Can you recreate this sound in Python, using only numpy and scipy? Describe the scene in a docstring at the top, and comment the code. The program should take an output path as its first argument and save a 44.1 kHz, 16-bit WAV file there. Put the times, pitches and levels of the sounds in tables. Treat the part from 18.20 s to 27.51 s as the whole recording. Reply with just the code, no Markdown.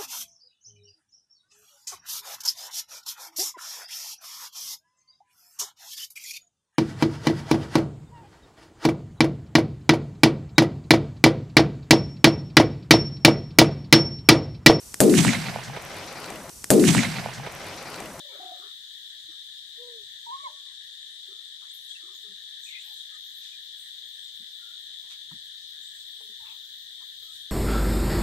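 """A cicada chorus drones around a tiled terrace: noise shaped like their song, with a slight buzz.
A high hiss around 14 kHz dips unevenly over it. Monkeys coo, whoop, trill, squeak and chirp with
gliding tones. Feet, fur and dry leaves scuff the tiles in short bursts of noise; two footfalls thump
and tick. Echoes, a yard hum and low wind lie behind. Two microphone ports hear the chorus from one side."""
import sys
import numpy as np
from scipy import signal
from scipy.fft import rfft, irfft, next_fast_len
from scipy.io import wavfile
from scipy.ndimage import uniform_filter1d

SR = 44100
rng = np.random.default_rng(int(sys.argv[2]) if len(sys.argv) > 2 else 0)


def to_wav(sig):
    """Store sig (one row per channel, or 1-D mono) as 16-bit WAV at the path in sys.argv[1].

    Samples outside -1..1 are clipped; the rate is SR.
    """
    pcm = np.clip(np.atleast_2d(sig), -1, 1) * 32767
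    pcm = np.round(pcm).astype(np.int16)
    wavfile.write(sys.argv[1], SR, pcm.T)  # frames by channels


N = 410571  # length of the scene [samples]
FIELD_HZ = np.fft.rfftfreq(1024, 1 / SR)  # the pitches at which wide noise fields are shaped


def gain_of(db):
    """Turns decibels into a plain multiplier."""
    return 10 ** (np.asarray(db) / 20)


def evened(x):
    """Scales a signal to an average strength (rms) of 1."""
    return x / np.sqrt(np.mean(x ** 2) + 1e-20)


def read(points, hz):
    """Reads a table over frequency, with pitch spaced in octaves."""
    f, value = np.transpose(points)
    return np.interp(np.log(hz + 1), np.log(f + 1), value)


def wander(count, size):
    """Slow random drift of rms 1: noise averaged twice over `size` samples."""
    return evened(uniform_filter1d(uniform_filter1d(rng.standard_normal(count), size), size))


def band_noise(count, hz, octaves):
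    """Noise in a bell-shaped band, rms 1."""
    size = next_fast_len(count, True)
    f = np.fft.rfftfreq(size, 1 / SR) + 1
    bell = np.exp(-2 * (np.log2(f / hz) / octaves) ** 2)
    spectrum = rfft(rng.standard_normal(size)) * bell
    return evened(irfft(spectrum, size)[:count])


def field(shape, patchy_db):
    """Stereo noise of a given spectrum, with drifting patches, as two ports hear it."""
    # How alike the two ports hear a pitch: (frequency [Hz], likeness [0-1])
    likeness = [(60, 1), (150, 1), (300, 0.92), (600, 0.78), (1000, 0.44), (1800, 0.39), (2300, 0.38),
                (3600, 0.1), (6000, 0.024), (15000, 0.066)]
    # How much louder the left port is: (frequency [Hz], left over right [dB])
    left_lean = [(100, 0.5), (600, -0.5), (950, 1), (1250, -2), (1700, 6), (2300, 3), (3800, 7),
                 (4600, 1.5), (7000, 2.5), (8500, -3), (10000, 13), (11500, 9.5), (14500, 8.5)]
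    left_late_s = 0.00047
    frames = N // 256 + 6
    a, b, c, d, patches = rng.standard_normal((frames, 513, 5)).T
    patches = uniform_filter1d(patches, 9, axis=0)  # over neighbouring pitches
    patches = evened(uniform_filter1d(patches, 10, axis=1))  # over time
    same = np.clip(read(likeness, FIELD_HZ), 0, 1)[:, None]
    right, other = a + 1j * b, c + 1j * d
    # the bass reaches both ports alike
    late = np.exp(-2j * np.pi * np.maximum(FIELD_HZ - 570, 0) * left_late_s)[:, None]
    left = same * late * right + np.sqrt(1 - same ** 2) * other
    lean = gain_of(read(left_lean, FIELD_HZ) / 2)[:, None]  # half of it on each side
    spectrum = np.array([lean * left, right / lean])
    spectrum = spectrum * shape[:, None] * gain_of(np.reshape(patchy_db, (-1, 1)) * patches)
    x = signal.istft(spectrum, nperseg=1024, noverlap=768)[1][:, :N]
    return x / np.sqrt(np.mean(x.mean(0) ** 2))


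def cicadas():
    """So many singers overlap that their clicks fuse into noise; a slight buzz is left."""
    # Loudness of the chorus: (time [s], level [dB])
    loudness = [(0.0, -46), (2.9, -46.5), (3.7, -46), (4.0, -46.5), (4.7, -44.5), (5.0, -45.5), (9.0, -46),
                (9.31, -45.5)]
    # Song spectrum, humped by two drum resonances: (frequency [Hz], relative strength [dB per Hz])
    song_shape = [(850, -69.5), (1450, -31), (1780, -11), (1870, -15.5), (2040, -25.5), (2300, -31.5),
                  (2660, -31), (3200, -4), (3530, 2), (3900, -2), (4190, -9), (5000, -22.5), (6500, -34.5),
                  (11000, -120)]
    # Fewer singers carry the low hump, so it wavers more: (frequency [Hz], wavering [dB])
    waver = [(1900, 2.5), (2800, 0.74)]
    s, db = np.transpose(loudness)
    level = gain_of(np.interp(np.arange(N) / SR, s, db))
    song = field(gain_of(read(song_shape, FIELD_HZ)), read(waver, FIELD_HZ))
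    buzz = gain_of(0.66 * wander(N, size=70))
    return level * song * buzz


def high_hiss():
    """A high hiss around 14 kHz, dipping unevenly about seven to nine times a second."""
    # Loudness of the hiss: (time [s], level before the dips [dB], half the depth of a dip [dB])
    loudness = [(0.0, -68.5, 0), (1.1, -71, 0), (2.05, -72.5, -1), (2.2, -80, 0), (2.35, -71, 5),
                (3.3, -72.5, 0), (4.3, -71.5, 1), (5.4, -68, 1.5), (6.0, -65.5, 1.5), (7.3, -67, 3.5),
                (7.7, -65, 1), (8.0, -66, 1), (8.6, -62, 1), (8.7, -66, 2), (9.0, -63, 0.5), (9.31, -71, 2)]
    # The dips come slower, then quicker: (time [s], dips so far [count])
    dip_count = [(0.0, 0), (2.49, 22), (3.15, 28), (5.51, 45), (7.32, 57), (8.94, 69), (9.31, 71.7)]
    t = np.arange(N) / SR
    s, db, half_depth_db = np.transpose(loudness)
    count = np.interp(t, *np.transpose(dip_count))
    dip = ((1 + np.cos(2 * np.pi * count)) / 2) ** 1.2
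    hiss = field(1 / (1 + ((FIELD_HZ - 13900) / 2200) ** 4), patchy_db=1.5)
    level_db = np.interp(t, s, db) - 2 * np.interp(t, s, half_depth_db) * dip
    return hiss * gain_of(level_db + 1.4 * wander(N, size=1300))


def call(db, hz, second_db, rough):
    """A near sine with an overtone an octave up; rough calls flutter in strength and pitch."""
    rough = np.clip(rough, 0, 1)
    shaky_hz = hz * (1 + 0.11 * rough * wander(len(hz), size=250))
    turn = 2 * np.pi * np.cumsum(shaky_hz) / SR
    flutter = (1 + rough * wander(len(hz), size=300)) / np.sqrt(1 + rough ** 2)
    tone = np.sin(turn) + gain_of(second_db) * np.sin(2 * turn)
    soft_ends = signal.windows.tukey(len(hz), .1)
    return np.sqrt(2) * gain_of(db) * flutter * tone * soft_ends


def whoop():
    """One long, clear call that steps up, wavers and drops."""
    # Course of the whoop: (time [s], level [dB], pitch [Hz], overtone over main tone [dB])
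    course = [(2.056, -72, 950, -32), (2.068, -42.5, 942, -36), (2.106, -36, 938, -34),
              (2.114, -38, 992, -32), (2.124, -35.5, 1053, -34), (2.16, -35, 1094, -32),
              (2.175, -53, 1079, -21), (2.205, -42, 1130, -21), (2.23, -51, 1123, -13),
              (2.25, -36.5, 1109, -12), (2.272, -32.5, 1005, -20), (2.295, -57, 790, -28)]
    s, *columns = np.transpose(course)
    t = np.arange(s[0], s[-1], 1 / SR)
    db, hz, second_db = (np.interp(t, s, column) for column in columns)
    return s[0], call(db, hz, second_db, rough=0.042)


def coo(s, length, db, first_hz, last_hz, arch_hz, second_db, rough, pan_db, late_ms):
    """Rises, holds and falls; the pitch glides with an arch, the overtone is strongest early on."""
    rise, fall = 0.14, .3  # shares of the length
    edge_db, sag_db = -17.5, -3  # level at both ends, change over the hold
    u = np.linspace(0, 1, round(length * SR))
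    arch = 4 * u * (1 - u)
    shape_db = np.interp(u, [0, rise, 1 - fall, 1], [edge_db, 0, sag_db, edge_db])
    hz = first_hz + (last_hz - first_hz) * u + arch_hz * arch
    overtone_db = second_db - 190.0 * (u - .36) ** 2
    return s, call(db + shape_db, hz, overtone_db, rough), pan_db, late_ms


def trill():
    """Two close tones beat, which breaks the note into soft beads; it drops to a faint tail."""
    start_s, bead_peak_s, beads_per_s = .192, 0.206, 32.6
    rise_s, hold_s, drop_s, tail_s = 0.012, 0.13, .02, .13
    note_db, tail_db, end_db = -47, -55, -76
    first_hz, sag_hz_per_s = 741, 117
    s = np.cumsum([0, rise_s, hold_s, drop_s, tail_s])
    t = np.arange(0, s[-1], 1 / SR)
    db = np.interp(t, s, [end_db, note_db, note_db, tail_db, end_db])
    beads = np.cos(np.pi * beads_per_s * (t + start_s - bead_peak_s))
    tone = np.sin(2 * np.pi * np.cumsum(first_hz - sag_hz_per_s * t) / SR)
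    return start_s, gain_of(db) * evened(beads * tone)


def squeak():
    """A breathy whistle sweeps up and hangs; random changes of strength and pitch make the breath."""
    start_s, sweep_s, hang_s = 3.497, .048, 0.16
    low_hz, top_hz, end_hz, bend = 6840, 12500, 12100, 1.4
    sweep_db, hang_db = -59.5, -70
    t = np.arange(0, sweep_s + hang_s, 1 / SR)
    up, after = np.minimum(t / sweep_s, 1), np.maximum(t - sweep_s, 0)
    hz = low_hz + (top_hz - low_hz) * up ** bend + (end_hz - top_hz) * after / hang_s
    db = sweep_db + (hang_db - sweep_db) * np.minimum(after / .045, 1)
    turn = 2 * np.pi * np.cumsum(hz * (1 + 0.0063 * wander(len(t), size=100))) / SR
    return start_s, gain_of(db) * wander(len(t), size=60) * np.sin(turn)


def chirp(s, length, first_hz, last_hz, db, pan_db):
    """A gliding whistle whose strength flutters, partly differently at each port."""
    u = np.linspace(0, 1, round(length * 1.2 * SR))
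    hz = first_hz + (last_hz - first_hz) * u
    size = round(SR / (120 + .02 * first_hz))  # higher chirps flutter faster
    turn = 2 * np.pi * np.cumsum(hz * (1 + .014 * wander(len(u), size=size))) / SR
    flutter = .5 + .9 * np.array([wander(len(u), size=size), wander(len(u), size=size)])
    soft_ends = signal.windows.tukey(len(u), .7)
    return s, gain_of(db) * flutter * np.sin(turn) * soft_ends, pan_db, .25


def scuff(s, length, hz, octaves, db, pan_db):
    """Grainy friction noise under one stroke, rising faster than it fades; the ports partly differ."""
    u = np.linspace(0, 1, round(length * 1.55 * SR))
    stroke = evened(np.minimum(u / .25, 1) * (1 - u))
    grain = gain_of(0.53 * wander(len(u), size=120))
    both, left, right = (band_noise(len(u), hz, octaves) for _ in range(3))
    friction = 0.56 * both + 0.64 * np.array([left, right])
    return s, gain_of(db) * stroke * grain * friction, pan_db, .25


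def step(s, db, hz, tick_db, t60):
    """A compact thump of low noise with a short tick on top; the tick differs at each port."""
    t = np.arange(round(.25 * SR)) / SR
    thump_fade = gain_of(-20 * (t / (0.93 * t60)) ** 2)
    thump = band_noise(len(t), hz, 0.77) * np.minimum(t / 0.007, 1) * thump_fade
    tick = np.array([band_noise(len(t), 1010, 0.67) for _ in range(2)])
    tick = tick * gain_of(tick_db - 60 * t / t60) * np.minimum(t / 0.0022, 1)
    return s, gain_of(db) * (thump + tick)


def wall(x):
    """Sparse echoes of random sign, dying away: the terrace wall and the yard."""
    taps = np.zeros((2, SR // 2))
    # one echo at a random place in every 20 samples
    at = np.arange(400, SR // 2 - 20, 20) + rng.integers(0, 20, (2, (SR // 2 - 401) // 20))
    np.put_along_axis(taps, at, rng.choice([-1., 1.], at.shape), 1)
    taps *= gain_of(-60 * np.arange(SR // 2) / SR / 0.16)  # 60 dB down every 0.16 s
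    return signal.oaconvolve(x, taps / np.linalg.norm(taps[0]), axes=1)[:, :N]


def air():
    """Yard hum and far insects fuse into a steady, patchy noise of fixed colour."""
    # Colour of the background: (frequency [Hz], relative strength [dB per Hz])
    colour = [(40, -29.5), (140, -11.5), (400, -19.5), (1200, -23.5), (2400, -15.5), (4800, 1.5),
              (6800, -0.5), (8200, -1), (9200, -12.5), (10200, -8), (11400, -16), (12500, -19.5),
              (15600, -23)]
    return gain_of(-59.5) * field(gain_of(read(colour, FIELD_HZ)), patchy_db=1.58)


def wind():
    """Lumpy low rumble on the ports, nearly alike at both, with a few stronger puffs."""
    # Puffs of wind on the ports: (time of the peak [s], level before the lumps [dB])
    puff_peaks = [(1.06, -77), (1.4, -83), (1.85, -73.5), (2.6, -86), (3.6, -87), (5.08, -93), (6.14, -83),
                  (6.69, -85), (6.86, -92), (7.13, -68), (7.77, -79), (8.22, -76), (8.99, -79), (9.14, -77)]
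    rise_db_per_s, fall_db_per_s = 250, 153
    t = np.arange(N) / SR
    both, left, right = (band_noise(N, 81, 1.44) for _ in range(3))
    puffs = np.zeros(N)
    for s, db in puff_peaks:
        drop_db = np.maximum(rise_db_per_s * (s - t), fall_db_per_s * (t - s))
        puffs += gain_of(db - drop_db)
    calm = gain_of(-92.5 + 3.5 * wander(N, size=4000))
    lumps = gain_of(1.2 * wander(N, size=1500))
    return (calm + puffs) * lumps * (both + 0.26 * np.array([left, right]))


def add(mix, s, sound, pan_db=0, late_ms=0):
    """Places a sound, mono or stereo, at the two ports; level and delay are set on the left."""
    left, right = np.broadcast_to(sound, (2, sound.shape[-1]))
    for side, one, shift, db in ((0, left, late_ms / 1000, pan_db), (1, right, 0, 0)):
        part = mix[side, round((s + shift) * SR):][:len(one)]
        part += gain_of(db) * one[:len(part)]


def scene():
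    """Adds the near sounds and their echoes to the cicadas, the hiss, the air and the wind."""
    # Short coos and grunts: (time [s], length [s], level [dB], first pitch [Hz], last pitch [Hz],
    # pitch arch [Hz], strongest overtone over main tone [dB], roughness [0-1],
    # left over right [dB], left delay [ms])
    coo_rows = [ (0.0, 0.19, -55.5, 591, 539, -3, -15, .55, -5.5, 0.27),
                (.125, 0.083, -51.5, 598, 570, 11, -12, 0.84, -2, .31),
                (0.088, 0.11, -58, 422, 397, 0, -13, 0.65, -3, .36),
                (0.178, 0.12, -56, 340.5, 352, 18, 10, 0.67, -5, .36),
                (0.326, 0.066, -57.5, 593, 580, 0, -20, 0.28, -3, .36),
                (0.306, .05, -60, 345, 337, -1, 15, 0.54, -6, 0.27),
                (.385, 0.11, -60.5, 379, 405, -4, -1, 0.63, 0, .36),
                (1.567, 0.28, -49, 465, 382, 57, -14.5, 0.11, -1.5, .3),
                (2.21, .175, -60.5, 617, 574, 2, -30, 0.3, -5.5, .16),
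                (2.283, 0.16, -65.5, 1102, 1115, 11, -30, 0.1, 4, -0.14),
                (2.439, .11, -77, 1144, 1054, 2, -30, .2, 8, -0.21),
                (3.075, 0.097, -59, 360, 366, 13, -25, 0.66, -3.5, 0.36),
                (3.82, 0.16, -62, 336, 337, 51, -17, .5, -7.5, .38),
                (4.033, 0.12, -65, 415, 392, 1, -25, .3, 2, .36),
                (4.075, 0.089, -66.5, 202, 188, -2, -25, .3, 3, .1),
                (7.994, 0.099, -67.5, 436, 408, 0.5, -18, 0.25, 3, 0.28),
                (8.083, 0.058, -67, 428, 416, 0, -25, 0.35, 0, .25),
                (8.178, .2, -64, 880, 880, 41, -25, .45, -2, 0.14), ]
    # Thin breathy chirps: (time [s], length before a 1.2 times stretch [s], first pitch [Hz],
    # last pitch [Hz], level before the flutter [dB], left over right [dB])
    chirp_rows = [ (0.08, 0.061, 932, 926, -61.5, 8), (0.07, 0.095, 2290, 2280, -65, 10),
                  (.1, .09, 1300, 1350, -65, 5), (.32, 0.09, 1250, 1240, -67, 4),
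                  (0.114, 0.06, 684, 664, -55, -4), (.42, 0.069, 1070, 1285, -64, 4),
                  (3.59, 0.075, 11100, 10400, -65, 9), (3.698, 0.038, 3270, 3355, -43, 7),
                  (3.746, 0.026, 2790, 2650, -48.5, 4), (3.845, 0.12, 1066, 1110, -73, 6),
                  (3.925, 0.055, 13600, 13800, -63, 5), (3.919, 0.068, 6850, 6900, -54, 1),
                  (4.005, .04, 13900, 13100, -65, 5), (4.451, 0.052, 2500, 2460, -50, 5),
                  (4.474, 0.12, 2180, 2070, -50.5, 7), (4.537, 0.049, 2420, 2550, -46, 5.5),
                  (4.587, 0.035, 2520, 3180, -53, 7), (4.637, 0.036, 13500, 12400, -59, 7),
                  (4.641, 0.098, 917, 837, -70, 4.5), (4.718, .03, 12700, 12900, -59, 5),
                  (4.897, 0.077, 1254, 1240, -67.5, 5.5), (4.967, 0.049, 11600, 11600, -66, 6),
                  (5.033, .045, 13300, 12700, -60, -5), (5.165, .04, 13100, 12300, -59, 7),
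                  (5.313, 0.044, 2410, 2440, -56.5, 4), (5.555, 0.063, 7700, 8700, -58.5, -1),
                  (5.904, 0.14, 8060, 8300, -60, 0), (6.025, 0.073, 8030, 6700, -57, 2),
                  (6.359, 0.21, 1380, 1460, -61.5, 2), (7.592, 0.11, 6660, 8340, -57, 2.5),
                  (8.0, 0.072, 10100, 9800, -64, 9.5), (8.27, .05, 2550, 2460, -65, 3),
                  (8.99, 0.14, 1300, 1290, -67, 0), (9.01, .075, 13700, 12200, -62, 8),
                  (9.19, .04, 12600, 12000, -63, 4), ]
    # Scuffs of feet, fur and leaves: (time [s], length before a 1.55 times stretch [s],
    # centre [Hz], width [octaves], level before the grain [dB], left over right [dB])
    scuff_rows = [ (0.094, 0.24, 1480, 0.94, -62.5, 3.5), (0.398, 0.09, 1280, 0.35, -58, 0),
                  (1.077, 0.056, 322, 0.16, -65.5, -10), (1.1, 0.049, 1280, 0.22, -69, -4),
                  (3.07, 0.13, 1300, .3, -72.5, 2), (3.411, 0.055, 1200, 0.65, -64.5, 1.5),
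                  (3.527, .05, 12100, 0.4, -60, 5), (3.668, 0.095, 6950, 0.86, -59, 3),
                  (3.802, 0.12, 1246, 0.18, -69, 3.5), (3.95, .07, 13200, .25, -69, 5),
                  (4.054, 0.038, 1256, 0.08, -70, 1), (4.373, .14, 13300, .3, -67.5, 6),
                  (4.416, 0.092, 6900, 0.5, -54, 1.5), (4.454, 0.18, 2560, 0.64, -57.5, 5.5),
                  (4.607, 0.061, 8900, .8, -67, 5), (4.63, 0.15, 13200, .3, -65, 4.5),
                  (4.59, .05, 7200, .3, -60, 2), (4.933, .04, 7000, 0.44, -62, 1),
                  (4.737, .08, 6900, 0.81, -59.5, 2.5), (4.801, 0.017, 3600, 0.17, -47, 13),
                  (5.005, .3, 12900, .1, -70, 6), (5.02, .08, 13400, .3, -65, 6),
                  (5.14, 0.073, 13100, 0.33, -63, 5), (5.192, 0.13, 4080, 1.33, -55.5, 3.5),
                  (5.545, .12, 13400, .3, -67, 5), (5.55, 0.15, 8450, 0.44, -62.5, 3),
                  (6.187, 0.048, 234, 0.65, -65, -1), (6.818, 0.11, 980, 0.44, -73.5, -3),
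                  (6.895, 0.053, 3220, 1.97, -50, -3), (7.6, 0.12, 7500, .25, -61, -1),
                  (7.714, .12, 7700, 0.34, -60.5, 0), (8.071, .06, 230, 0.46, -78, 3),
                  (8.222, 0.12, 1090, 0.55, -65.5, 2), (8.237, 0.095, 2780, 0.6, -58.5, 4),
                  (8.5, .12, 14700, .2, -68, -4), (8.801, 0.03, 1110, 0.54, -62.5, 1),
                  (9.0, 0.09, 13400, 0.27, -67, 4), (9.01, 0.075, 406, 0.4, -76.5, -6),
                  (9.094, 0.13, 6600, 1.8, -60.5, 5.5), ]
    # Footfalls on tile: (time [s], level [dB], thump centre [Hz], tick over thump at the start [dB],
    # time for the tick to fade by 60 dB [s])
    step_rows = [(7.111, -50.5, 197, -1, 0.065), (8.003, -61.5, 730, 5, 0.034)]
    near = np.zeros((2, N))
    add(near, *whoop(), pan_db=-0.8, late_ms=-0.29)
    for row in coo_rows:
        add(near, *coo(*row))
    add(near, *trill(), pan_db=1.0, late_ms=.12)
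    add(near, *squeak(), pan_db=8.5, late_ms=.25)
    for row in chirp_rows:
        add(near, *chirp(*row))
    for row in scuff_rows:
        add(near, *scuff(*row))
    for row in step_rows:
        add(near, *step(*row))
    echoes = gain_of(-13.0) * wall(near)
    return cicadas() + high_hiss() + near + echoes + air() + wind()


def record(dry):
    """The band limit: a steep filter takes away the treble above its edge."""
    edge_hz = 15690
    low_pass = signal.firwin(1023, edge_hz, window=("kaiser", 9), fs=SR)
    return signal.oaconvolve(dry, low_pass[None], "same")


dry = scene()
out = record(dry)
to_wav(out)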